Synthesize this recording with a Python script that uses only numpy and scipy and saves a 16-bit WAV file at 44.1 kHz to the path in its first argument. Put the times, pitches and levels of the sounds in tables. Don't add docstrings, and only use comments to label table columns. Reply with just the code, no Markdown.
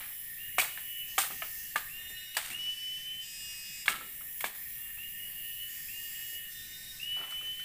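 import sys
import numpy as np
from scipy import signal
from scipy.fft import rfft, irfft
from scipy.io import wavfile
from scipy.ndimage import uniform_filter1d

SR = 44100
rng = np.random.default_rng(int(sys.argv[2]) if len(sys.argv) > 2 else 0)


def volts_from_decibels(level):
    exponent = np.asarray(level, float) / 20
    return 10 ** exponent


def int16_out(signal):
    q = np.round(np.clip(np.atleast_2d(signal).T, -1, 1) * 32767)
    wavfile.write(sys.argv[1], SR, q.astype(np.int16))


N = 336924

# start in seconds, length in seconds,
# goal of the tenth multiple in Hz, level in dB.
WHISTLES = [
    (2.504, 0.78, 3112, -39.5),
    (6.987, .7, 3114, -39),
    (.36, 0.81, 3032, -50.5),
    (4.96, .755, 3030, -50),
    (1.88, .54, 3000, -49.5),
    (5.872, 0.562, 3002, -49),
]


def evened(x):
    return x / np.sqrt(np.mean(x ** 2) + 1e-20)


def read(points, hz):
    f, value = np.transpose(points)
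    return np.interp(np.log(hz + 1), np.log(f + 1), value)


def follow(points, t):
    return np.interp(t, *np.transpose(points))


def add(mix, s, sound):
    part = mix[round(s * SR):][:len(sound)]
    part += sound[:len(part)]


def drift(size, hz):
    knots = rng.standard_normal(size // 200 + 2)
    return evened(np.interp(np.arange(size) / SR * hz, np.arange(len(knots)), knots))


def coloured(size, points, treble_db=0):
    hz = np.fft.rfftfreq(size, 1 / SR)
    shape = volts_from_decibels(read(points, hz))
    lift = volts_from_decibels(treble_db / (1 + (5000 / (hz + 1)) ** 6))
    noise = irfft(rfft(rng.standard_normal(size)) * shape * lift, size)
    return noise / np.sqrt(np.mean(shape ** 2))


def resonate(x, hz, width):
    pole = np.exp((2j * np.pi * hz - np.pi * width) / SR)
    return signal.lfilter([1], [1, -2 * pole, pole ** 2], x).real


def swarm(peaks):
    return evened(sum(volts_from_decibels(db) * evened(resonate(rng.standard_normal(N), hz, width))
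                      for hz, width, db in peaks))


def air():
    # pitch in Hz, level in dB per Hz.
    hiss_shape = [(25, 4), (40, -6.5), (80, -11), (140, -5), (230, -16.5), (420, -23.5), (1500, -24.5),
                  (1750, -6.5), (2900, -12), (3800, -14.5), (4200, -19), (4750, -18.5), (5300, -15.5),
                  (6900, -21), (8500, -12), (15700, -13)]
    # time in seconds, level change of the hiss around 4.5 kHz in dB.
    hush = [(0, 1), (.2, -8), (.35, -1), (.52, -8.5), (.75, 0), (.97, -10), (1.15, -2), (1.8, 4),
            (2.02, -4), (2.3, 2), (4, -1), (4.3, -7), (4.55, -1), (4.8, -2), (5.1, -5), (5.35, 2)]
    hush_hz, hush_width_hz = 4500, 450
    frames, hz = N // 256 + 5, np.fft.rfftfreq(1024, 1 / SR)
    a, b, patches = rng.standard_normal((frames, 513, 3)).T
    patches = evened(uniform_filter1d(uniform_filter1d(patches, 14, 0), 25, 1))
    patch_db = 2.17 * np.clip(hz / 600, .6, 1)[:, None] * patches
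    z = (a + 1j * b) * volts_from_decibels(read(hiss_shape, hz)[:, None] + patch_db)
    hush_db = follow(hush, np.arange(frames) * 256 / SR)
    z = z * volts_from_decibels(np.exp(-((hz[:, None] - hush_hz) / hush_width_hz) ** 2) * hush_db)
    return volts_from_decibels(-49.5) * evened(signal.istft(z, nperseg=1024, noverlap=768)[1][:N])


def drone():
    # time in seconds, level in dB.
    swell = [(0, -58), (.4, -50), (1, -56), (1.2, -51.5), (2.13, -51), (2.83, -61.5), (3.36, -57),
             (3.8, -61), (4.09, -55), (5.77, -52.5), (5.96, -50.5), (6.41, -48.5), (7.0, -56.5),
             (7.64, -58)]
    # pitch in Hz, width in Hz, level in dB.
    hum_peaks = [(1829.5, 30, 9), (1748, 26, -6.5), (1920, 28, -18), (2130, 25, -5)]
    return volts_from_decibels(follow(swell, np.arange(N) / SR) - 3.0) * swarm(hum_peaks)


def shrill_swarm():
    # pitch in Hz, width in Hz, level in dB.
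    shrill_peaks = [(7520, 910, -6), (8740, 780, -27), (11240, 590, -3), (13070, 1200, 3), (14980, 930, 1)]
    # time in seconds, level change in dB.
    swell = [(0, -1.5), (2, 2.5), (2.6, -7), (3.8, 1), (4.2, 0), (6.4, 1.5), (6.8, -2), (7.64, -2)]
    return volts_from_decibels(-50.5 + follow(swell, np.arange(N) / SR)) * swarm(shrill_peaks)


def chorus():
    # start in seconds, time it tires in seconds, level in dB.
    songs = [
        (-1, 1.68, -41.5),
        (4, 6.3, -42),
    ]
    singers_hz = [1849, 1854, 1867, 1877, 1889, 1897, 1905, 1917, 1926]
    # multiple of the pulse rate, level in dB.
    carried = [(5, -9), (6, 0.5), (7, 1), (8, 7)]
    # pitch in Hz, level in dB.
    strays = [(11700, -9), (12570, -7), (13400, -7), (13354, -5), (14250, -10), (11050, -3.5), (15178, -1)]
    swell_s, tire_db_per_s, murmur_db = 0.17, 32, -56
    sag_share, sag_s = .016, .35
    t, voices = np.arange(N) / SR, 0
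    level, sag = volts_from_decibels(murmur_db), 1
    for start, end, db in songs:
        tired = volts_from_decibels(db - tire_db_per_s * np.maximum(t - end, 0))
        level = level + tired * np.clip((t - start) / swell_s, 0, 1)
        sag = sag - sag_share * np.clip((t - end) / sag_s, 0, 1) * (t < end + 1.5)
    for hz in singers_hz:
        waver = 1 + .0003 * drift(N, 6) + .0007 * drift(N, 200)
        turns = np.cumsum(hz * sag * waver) / SR
        tremble = volts_from_decibels(3.6 * drift(N, 11.0) + 1.9 * drift(N, 180))
        tone = sum(volts_from_decibels(k_db) * np.sin(2 * np.pi * round(k) * turns) for k, k_db in carried)
        voices = voices + tremble * tone
    clock = np.cumsum(sag) / SR
    for hz, db in strays:
        voices = voices + volts_from_decibels(7 + db + 3 * drift(N, 9)) * np.sin(2 * np.pi * hz * clock)
    smear = swarm([(11300, 960, -3.0), (12350, 600, -5.5), (12980, 570, -3.0), (14500, 770, -3.5)])
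    return volts_from_decibels(-3.5) * level * evened(evened(voices) + 0.69 * smear)


def knock(db, modes, rattle_db, treble_db, t60):
    # pitch in Hz, rattle level in dB per Hz.
    rattle_shape = [(71, -61), (120, -2.5), (383, -20), (450, -15), (829, -4.5), (899, -10.5), (1100, -5.5),
                    (1620, -3), (3240, -2.5), (5960, -10), (8770, -0.5), (10700, -9), (15500, -3)]
    bumps_per_s, bump_db, bump_t60_s = 400, -13, .02
    t = np.arange(16384) / SR
    ring = sum(volts_from_decibels(level_db - 60 * t / ring_s) * np.sin(2 * np.pi * hz * t)
               for hz, level_db, ring_s in modes)
    ring = ring * (1 - np.exp(-(t / 0.00035) ** 2))
    chatter = coloured(len(t), rattle_shape, treble_db) * volts_from_decibels(2.3 * drift(len(t), 203.0))
    chatter = chatter * (1 + 0.19 * np.exp(-t / 0.003))
    bumps = rng.standard_normal(len(t)) * (rng.random(len(t)) < bumps_per_s / SR)
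    damped_ring = (ring * volts_from_decibels(-60 * t / bump_t60_s))[:1024]
    chatter = chatter + volts_from_decibels(bump_db) * evened(signal.oaconvolve(bumps, damped_ring)[:len(t)])
    rattle = volts_from_decibels(rattle_db - 60 * t / t60) * chatter * (1 - np.exp(-t / 0.00097))
    return volts_from_decibels(db) * (ring / abs(ring).max() + rattle)


def poles():
    # start in seconds, peak in dB, rattle in dB, treble of the rattle in dB,
    # time for the rattle to fall 60 dB in seconds.
    blows = [
        (0.583, -13.5, -11, -2, 0.32),
        (1.18, -14.5, -9, 1, 0.28),
        (1.7584, -13.5, -14, -6.5, 0.19),
        (2.3678, -20, -1, -2.5, 0.1),
        (3.8802, -8, -18, -4, 0.3),
        (4.4418, -18.5, -11.5, -5, 0.32),
        (1.42, -23, -9.5, -42, 0.19),
    ]
    # pitch in Hz, level in dB, time to fall 60 dB in seconds.
    tubes = [
        [(748, 4, 0.05), (937, 1.5, 0.033), (1150, 15, 0.01), (1770, 2.5, 0.053), (2340, 8, 0.017),
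         (2820, -20, 0.032)],
        [(777, 2, 0.071), (934, -3.5, 0.065), (1205, 8, 0.038), (1570, -4.5, 0.071), (1700, 0, 0.026),
         (2600, -5, 0.068), (2290, 6.5, 0.016), (3125, 6.5, 0.019)],
        [(913, -7, 0.07), (1195, 3.5, 0.05), (1490, -9, 0.053), (1633, 8.5, 0.028), (1724, 1.5, 0.061),
         (2175, -2.5, 0.054), (2710, -5, 0.039)],
        [(900, 0, 0.014), (1145, 5, 0.015), (1680, 1, 0.036), (2880, -5.5, 0.035), (3660, -5, 0.02),
         (4560, -2, 0.016)],
        [(1330, -23, 0.32), (1210, -15, 0.052), (1653, -32, .2), (2210, -27, 0.11), (1690, 2, 0.016),
         (2200, 2, 0.018), (2760, -7.5, 0.029), (3370, 6, 0.0038)],
        [(800, 3.5, 0.0083), (1090, 7, 0.0077), (1400, -12, 0.011), (1650, 2, 0.021), (2280, -1.5, 0.027),
         (3530, -13, 0.048)],
        [(696, -3, 0.026), (1270, 1, 0.047), (1750, 1.5, 0.056), (2180, 6, 0.021), (2330, -1, 0.045),
         (2860, 0, 0.056), (3250, -12, 0.036)],
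    ]
    # start in seconds, peak in dB, ring in Hz,
    # treble of the rattle in dB.
    taps = [(.5862, -15.5, 2310, -13), (0.596, -28, 2520, 12), (.5982, -16, 2315, 7),
            (0.6028, -24.5, 2520, -7), (0.611, -27, 1880, 1), (0.616, -28.5, 3420, -4),
            (.645, -30, 1760, -3), (2.4527, -37, 2860, 5), (3.901, -32, 2560, -12), (0.775, -30, 1770, -27),
            (1.237, -31, 1300, -1), (1.304, -38.5, 760, -25), (1.308, -34.5, 1260, -27),
            (2.093, -58, 800, 10), (2.349, -56, 5500, 7), (2.502, -34, 2290, 5.5), (2.672, -66, 900, -27),
            (3.8592, -37, 1340, 5), (3.8585, -35, 3380, -2), (3.927, -50, 1290, -23),
            (3.941, -32, 1320, -26), (3.952, -34, 1310, -26), (4.011, -35, 1315, -32),
            (4.209, -45, 1310, -44), (4.407, -31.5, 2200, 1), (4.454, -35, 2330, 5), (4.548, -59, 3424, -2),
            (4.976, -55, 900, -14), (7.172, -47, 1320, -31), (7.19, -50, 1360, -32),
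            (7.213, -40, 1400, -34), (7.2138, -41, 1780, -27), (7.24, -50, 1780, -27),
            (7.252, -51, 1300, -25), (7.237, -39, 1310, -34), (7.269, -58, 1090, -24),
            (7.308, -42, 2200, -5), (7.323, -39.5, 1360, -22), (7.412, -48, 1300, -23),
            (7.471, -53, 3800, -19), (7.596, -49, 1490, -8)]
    # start in seconds, peak in dB, ring in Hz,
    # treble of the rattle in dB, time for the rattle to fall 60 dB in seconds.
    slides = [
        (.004, -43.5, 1700, -14, 0.44),
        (2.385, -40, 2130, -2.5, 0.83),
        (7.163, -63, 1370, -20, 0.74),
        (7.225, -54, 1400, -25, 0.45),
    ]
    out = np.zeros(N)
    for (s, db, *rattle), modes in zip(blows, tubes):
        add(out, s, knock(db, modes, *rattle))
    touches = []
    for s, db, hz, treble_db in taps:
        rattle_db = -2.5 - 0.5343 * (db + 44.0)
        touches.append((s, db, hz, rattle_db, treble_db, 0.17))
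    for s, db, hz, treble_db, t60 in slides:
        touches.append((s, db, hz, 3, treble_db, t60))
    for s, db, hz, *rattle in touches:
        modes = [(hz, 0, .027), (1.25 * hz, -9, .025), (1.1 * hz, -8, .02)]
        add(out, s, knock(db, modes, *rattle))
    return signal.sosfilt(signal.butter(2, 420, "high", fs=SR, output="sos"), out)


def thuds():
    # start in seconds, level in dB, centre in Hz, time to fall 60 dB in seconds.
    shifts = [(0.587, -50, 200, 0.13), (1.179, -52, 201, 0.18), (3.882, -53, 262, 0.82),
              (4.443, -49.5, 255, 0.25), (1.3, -52.5, 230, 0.29), (1.419, -54, 516, 0.21),
              (2.1, -62, 450, 0.15), (2.5, -57, 240, 0.5), (2.67, -59, 510, 0.14), (4.0, -60, 430, 0.4),
              (1.76, -51.5, 230, 0.13), (6.32, -64, 475, 0.28), (7.164, -52.5, 900, 0.92),
              (7.2, -55, 296, 0.18), (7.42, -63.5, 317, 0.65)]
    out, t = np.zeros(N), np.arange(16384) / SR
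    for s, db, hz, t60 in shifts:
        puff = evened(resonate(rng.standard_normal(len(t)), hz, 1.34 * hz))
        add(out, s, volts_from_decibels(db - 60 * t / t60) * puff * (1 - np.exp(-t / 0.0019)))
    return out


def whistles(calls, paths, orders, rough_db, waver):
    jump, jump_s, creep, creep_s = 0.15, 0.03, 0.06, 0.7
    flutter, flutter_hz, flutter_s = 0.68, 66.5, 0.09
    out = np.zeros(N)
    for (start, length, goal_hz, db), path in zip(calls, paths):
        t = np.arange(0, length, 1 / SR)
        hz = goal_hz * (1 - jump * np.exp(-t / jump_s) - creep * np.exp(-t / creep_s))
        turns = np.cumsum(hz * (1 + waver * drift(len(t), 40.24))) / (10 * SR)
        swell_db = follow(path, t)
        beating = 1 + flutter * np.exp(-(t / flutter_s) ** 4) * np.cos(2 * np.pi * flutter_hz * t)
        tone = 0
        for k, k_db in orders:
            share = 1 if k == 10 else .35
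            depth_db = rough_db + 1.6 * min(abs(round(k) - 10), 1)
            level_db = k_db + swell_db * share + depth_db * drift(len(t), 30.8)
            tone = tone + volts_from_decibels(level_db) * np.sin(2 * np.pi * round(k) * turns + k)
        call = np.sqrt(2) * volts_from_decibels(db) * beating * tone * signal.windows.tukey(len(t), .05)
        add(out, max(start, 0), call[round(max(-start, 0) * SR):])
    return out


def far_whistles():
    # start in seconds, length in seconds, goal in Hz, level in dB.
    faint = [
        (-.3, 0.56, 3063, -60),
        (0.683, 0.76, 2860, -66),
        (0.999, 0.99, 2774, -60.5),
        (1.0, 0.88, 2995, -57.5),
        (3.8, 0.61, 3030, -60),
        (4.62, 0.72, 2944, -59),
        (5.22, 0.62, 2958, -53.5),
        (6.42, 0.49, 3016, -59),
    ]
    # seconds into the call, level change in dB.
    middle_paths = [
        [(0, -16), (.055, 2), (.2, -1.5), (.3, -1), (.43, -3.5), (.52, 3.5), (.6, 8), (.715, 0.5), (.76, -10)],
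        [(0, -10), (.03, 2), (.07, 4), (.2, -9.5), (.31, 7), (.36, -8), (.5, 1.5), (.68, 4), (.75, -9)],
    ]
    lower_paths = [
        [(0, -9), (.07, 0.5), (.2, -1), (.245, -6.5), (.3, 5), (.41, -7.5), (.48, 9), (.54, -3)],
        [(0, -3), (.04, -5), (.1, 0), (.2, -2), (.225, -4), (.3, 2), (.41, -8), (.48, 7), (.56, 3)],
    ]
    faint_paths = [
        [(0, -21), (.12, -8.5), (.22, 6.5), (.3, -4), (.5, -3), (.62, 8.5), (.77, -6)],
        [(0, -22), (.1, -7.5), (.16, 3.5), (.25, -2), (.35, -3), (.49, -7.5)],
    ]
    soft_path = [(0, 2), (.15, -2), (.5, -1), (.8, -4)]
    # multiple of the pulse rate, level in dB.
    carried = [(9, -14), (10, -0.5), (11, -18), (12, -26), (20, -28)]
    paths = middle_paths + lower_paths + 5 * [soft_path] + faint_paths + [soft_path]
    return whistles(WHISTLES[2:] + faint, paths, carried, rough_db=1.1, waver=0.001)


def ticks():
    # start in seconds, level in dB, time to fall 60 dB in seconds.
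    snaps = [(2.349, -36, 0.025), (3.858, -35, 0.026), (4.4061, -30.5, 0.043), (4.4517, -33, .02),
             (7.164, -45.5, .02), (7.212, -49, .02), (7.237, -51, 0.018), (7.308, -40, .04),
             (7.471, -48, .03), (7.597, -46, .02), (2.502, -35, .02), (.5955, -21.5, .03)]
    # pitch in Hz, level in dB per Hz.
    snap_shape = [(600, -30), (1200, -4), (3000, 4), (5000, -13.5), (9000, -6.5), (15000, -1)]
    out, t = np.zeros(N), np.arange(4096) / SR
    for s, db, t60 in snaps:
        add(out, s, volts_from_decibels(db - 60 * t / t60) * coloured(len(t), snap_shape))
    return out


def buzzes():
    # start in seconds, end in seconds, pulse rate in Hz.
    calls = [
        (1.04, 1.78, 281.4),
        (5.65, 6.42, 283.2),
        (2.56, 3.1, 276.4),
        (6.46, 7.1, 277.8),
        (3.185, 3.88, 298.76),
    ]
    # hiss in dB, plain comb of multiples in dB, share of the buzz spent swelling and fading.
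    levels = [(-61, -75, .2), (-60, -74, .2), (-63, -75, .2), (-61, -75, .2), (-60, -70, .2)]
    # pitch in Hz, strength of the body in dB.
    body = [(3000, -33), (4300, -5), (5100, 0), (6300, -3), (7200, -3), (8200, 0), (9300, -12),
            (11000, -42)]
    # multiple of half the pulse rate, level in dB.
    standing = [
        [(23, -70), (25, -71), (34, -72), (35, -70), (37, -71), (38, -65), (40, -72), (42, -65), (44, -68),
         (46, -66), (48, -69), (52, -67), (53, -68), (57, -72), (59, -67)],
        [(18, -70), (19, -68), (23, -66), (25, -72), (33, -69), (35, -66), (36, -70), (38, -68), (39, -71),
         (46, -69), (47, -69), (48, -64), (52, -70), (53, -61), (55, -68), (57, -69), (59, -70), (61, -70)],
        [(26, -72), (33, -69), (35, -68), (36, -70), (37, -71), (39, -60), (41, -67), (45, -67), (58, -72),
         (59, -71), (65, -72)],
        [(35, -70), (37, -67), (39, -66), (41, -72), (43, -68), (45, -69), (57, -68), (63, -71)],
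    ]
    # multiple of half the pulse rate, level in dB.
    close_standing = [(16, -73), (17, -56), (18, -66), (19, -52), (21, -66), (23, -65), (25, -66),
                      (31, -68), (33, -56), (34, -57), (35, -59), (36, -62), (37, -75), (38, -61),
                      (39, -68), (40, -66), (42, -68), (43, -76), (44, -68), (46, -64), (47, -79),
                      (48, -59), (49, -70), (50, -64), (51, -76), (52, -73), (53, -65), (54, -56),
                      (55, -66), (56, -59), (58, -69)]
    out = np.zeros(N)
    for call, level, strong in zip(calls, levels, standing + [close_standing]):
        start, end, pulse_hz = call
        hiss_db, comb_db, edges = level
        t = np.arange(round((end - start) * SR)) / SR
        clock = np.cumsum(1 + 0.0003 * drift(len(t), 30)) / SR
        comb = {}
        for k in range(24, 70):
            even_db = 1 * (k % 2 == 0)
            uneven_db = 1.5 * rng.standard_normal()
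            comb[k] = read(body, k * pulse_hz / 2) + comb_db + even_db + uneven_db
        comb.update(strong)
        tone = 0
        for k, db in comb.items():
            phase = np.pi * pulse_hz * k * clock + 2 * np.pi * rng.random()
            tone = tone + volts_from_decibels(db + 2.7 * drift(len(t), 12.3)) * np.sin(phase)
        gate = 1 + 0.6 * np.cos(2 * np.pi * pulse_hz * clock)
        sound = np.sqrt(2) * tone + volts_from_decibels(hiss_db) * evened(gate * coloured(len(t), body))
        add(out, start, sound * signal.windows.tukey(len(t), edges))
    return out


def high_singer():
    # start in seconds, level in dB.
    calls = [
        (1.859, -57.5),
        (6.41, -57.5),
    ]
    # seconds into the call, pitch of the 22nd multiple in Hz, level in dB.
    tune = [(0, 3640, -9), (.07, 3630, -11.5), (.14, 3603, -0.5), (.27, 3620, -0.5), (0.311, 3664, 1),
            (0.372, 3703, -1.5), (.47, 3755, -0.5), (.6, 3706, -4.5), (.64, 3770, -21)]
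    # multiple of the pulse rate, level in dB.
    carried = [(9, -14), (20, -20), (22, 0), (24, -8), (33, -10), (35, -14), (44, -8), (46, -10), (53, -20)]
    out = np.zeros(N)
    s, hz, swell_db = np.transpose(tune)
    t = np.arange(0, s[-1], 1 / SR)
    for start, db in calls:
        pitch = np.interp(t, s, hz) * (1 + .0022 * drift(len(t), 45))
        turns = np.cumsum(pitch) / (22 * SR)
        tone = sum(volts_from_decibels(k_db + 3.5 * drift(len(t), 30)) * np.sin(2 * np.pi * k * turns + k)
                   for k, k_db in carried)
        level = np.sqrt(2) * volts_from_decibels(db + np.interp(t, s, swell_db))
        add(out, start, level * tone * signal.windows.tukey(len(t), .05))
    return out


def near_whistles():
    # seconds into the call, level change in dB.
    near_paths = [
        [(0, -13), (.05, 3), (.075, -6), (.095, 4), (.14, 1), (.19, 8), (.245, -4.5), (.29, -4), (.315, -1),
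         (.47, 1.5), (.51, -9), (.555, -2.5), (.62, 0.5), (.68, -5.5), (.7, 0.5), (.77, -12)],
        [(0, -7), (.036, -5), (.046, 3), (.065, -4), (.09, 2.5), (.17, 6), (.2, 1.5), (.255, -3), (.275, -6),
         (.315, -6), (.345, -1), (.41, -0.5), (.43, -3), (.505, 2.5), (.58, -8), (.61, 0), (.66, -4)],
    ]
    # multiple of the pulse rate, level in dB.
    carried = [(8, -24), (9, -19), (10, -0.5), (11, -26), (12, -30), (13, -34.5), (18, -38), (19, -51),
               (20, -27.5), (21, -55)]
    return whistles(WHISTLES[:2], near_paths, carried, rough_db=0.4, waver=0.0007)


def echo(x, db, delay_s):
    return volts_from_decibels(db) * np.roll(x, round(delay_s * SR))


def forest(x):
    # pitch in Hz, time to fall 60 dB in seconds.
    fade_times = [(300, 0.46), (1500, 0.53), (4000, 1), (12000, 1)]
    hz, t, z = signal.stft(rng.standard_normal(SR // 2), SR, nperseg=256)
    tail = signal.istft(z * volts_from_decibels(-60 * t / read(fade_times, hz)[:, None]), SR, nperseg=256)[1]
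    tail = np.concatenate([np.zeros(200), tail])
    return signal.fftconvolve(x, tail / np.linalg.norm(tail))[:N]


def scene():
    near = poles() + thuds() + ticks()
    close = near_whistles()
    close = close + echo(close, -20, .041)
    far = far_whistles() + high_singer()
    far = far + echo(far, -14.0, .028) + echo(far, -14.5, .067)
    echoes = forest(volts_from_decibels(-12.5) * near + volts_from_decibels(-11) * close + volts_from_decibels(-5.5) * far)
    insects = buzzes() + drone() + shrill_swarm() + chorus()
    mono = near + close + far + echoes + insects + air()
    return np.array([mono, mono])


def low_pass(x):
    return signal.sosfilt(signal.butter(12, 16750, fs=SR, output="sos"), x)


def record(dry):
    dip_times = [4.45, 4.48, 4.543, 4.55]
    edge = signal.firwin(1601, 15500, window=("kaiser", 9), fs=SR)
    dip_db = -4.5 * np.interp(np.arange(N) / SR, dip_times, [0, 1, 1, 0])
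    mix = signal.oaconvolve(dry * volts_from_decibels(dip_db), edge[None], "same")
    return low_pass(mix)


dry = scene()
out = record(dry)
int16_out(out)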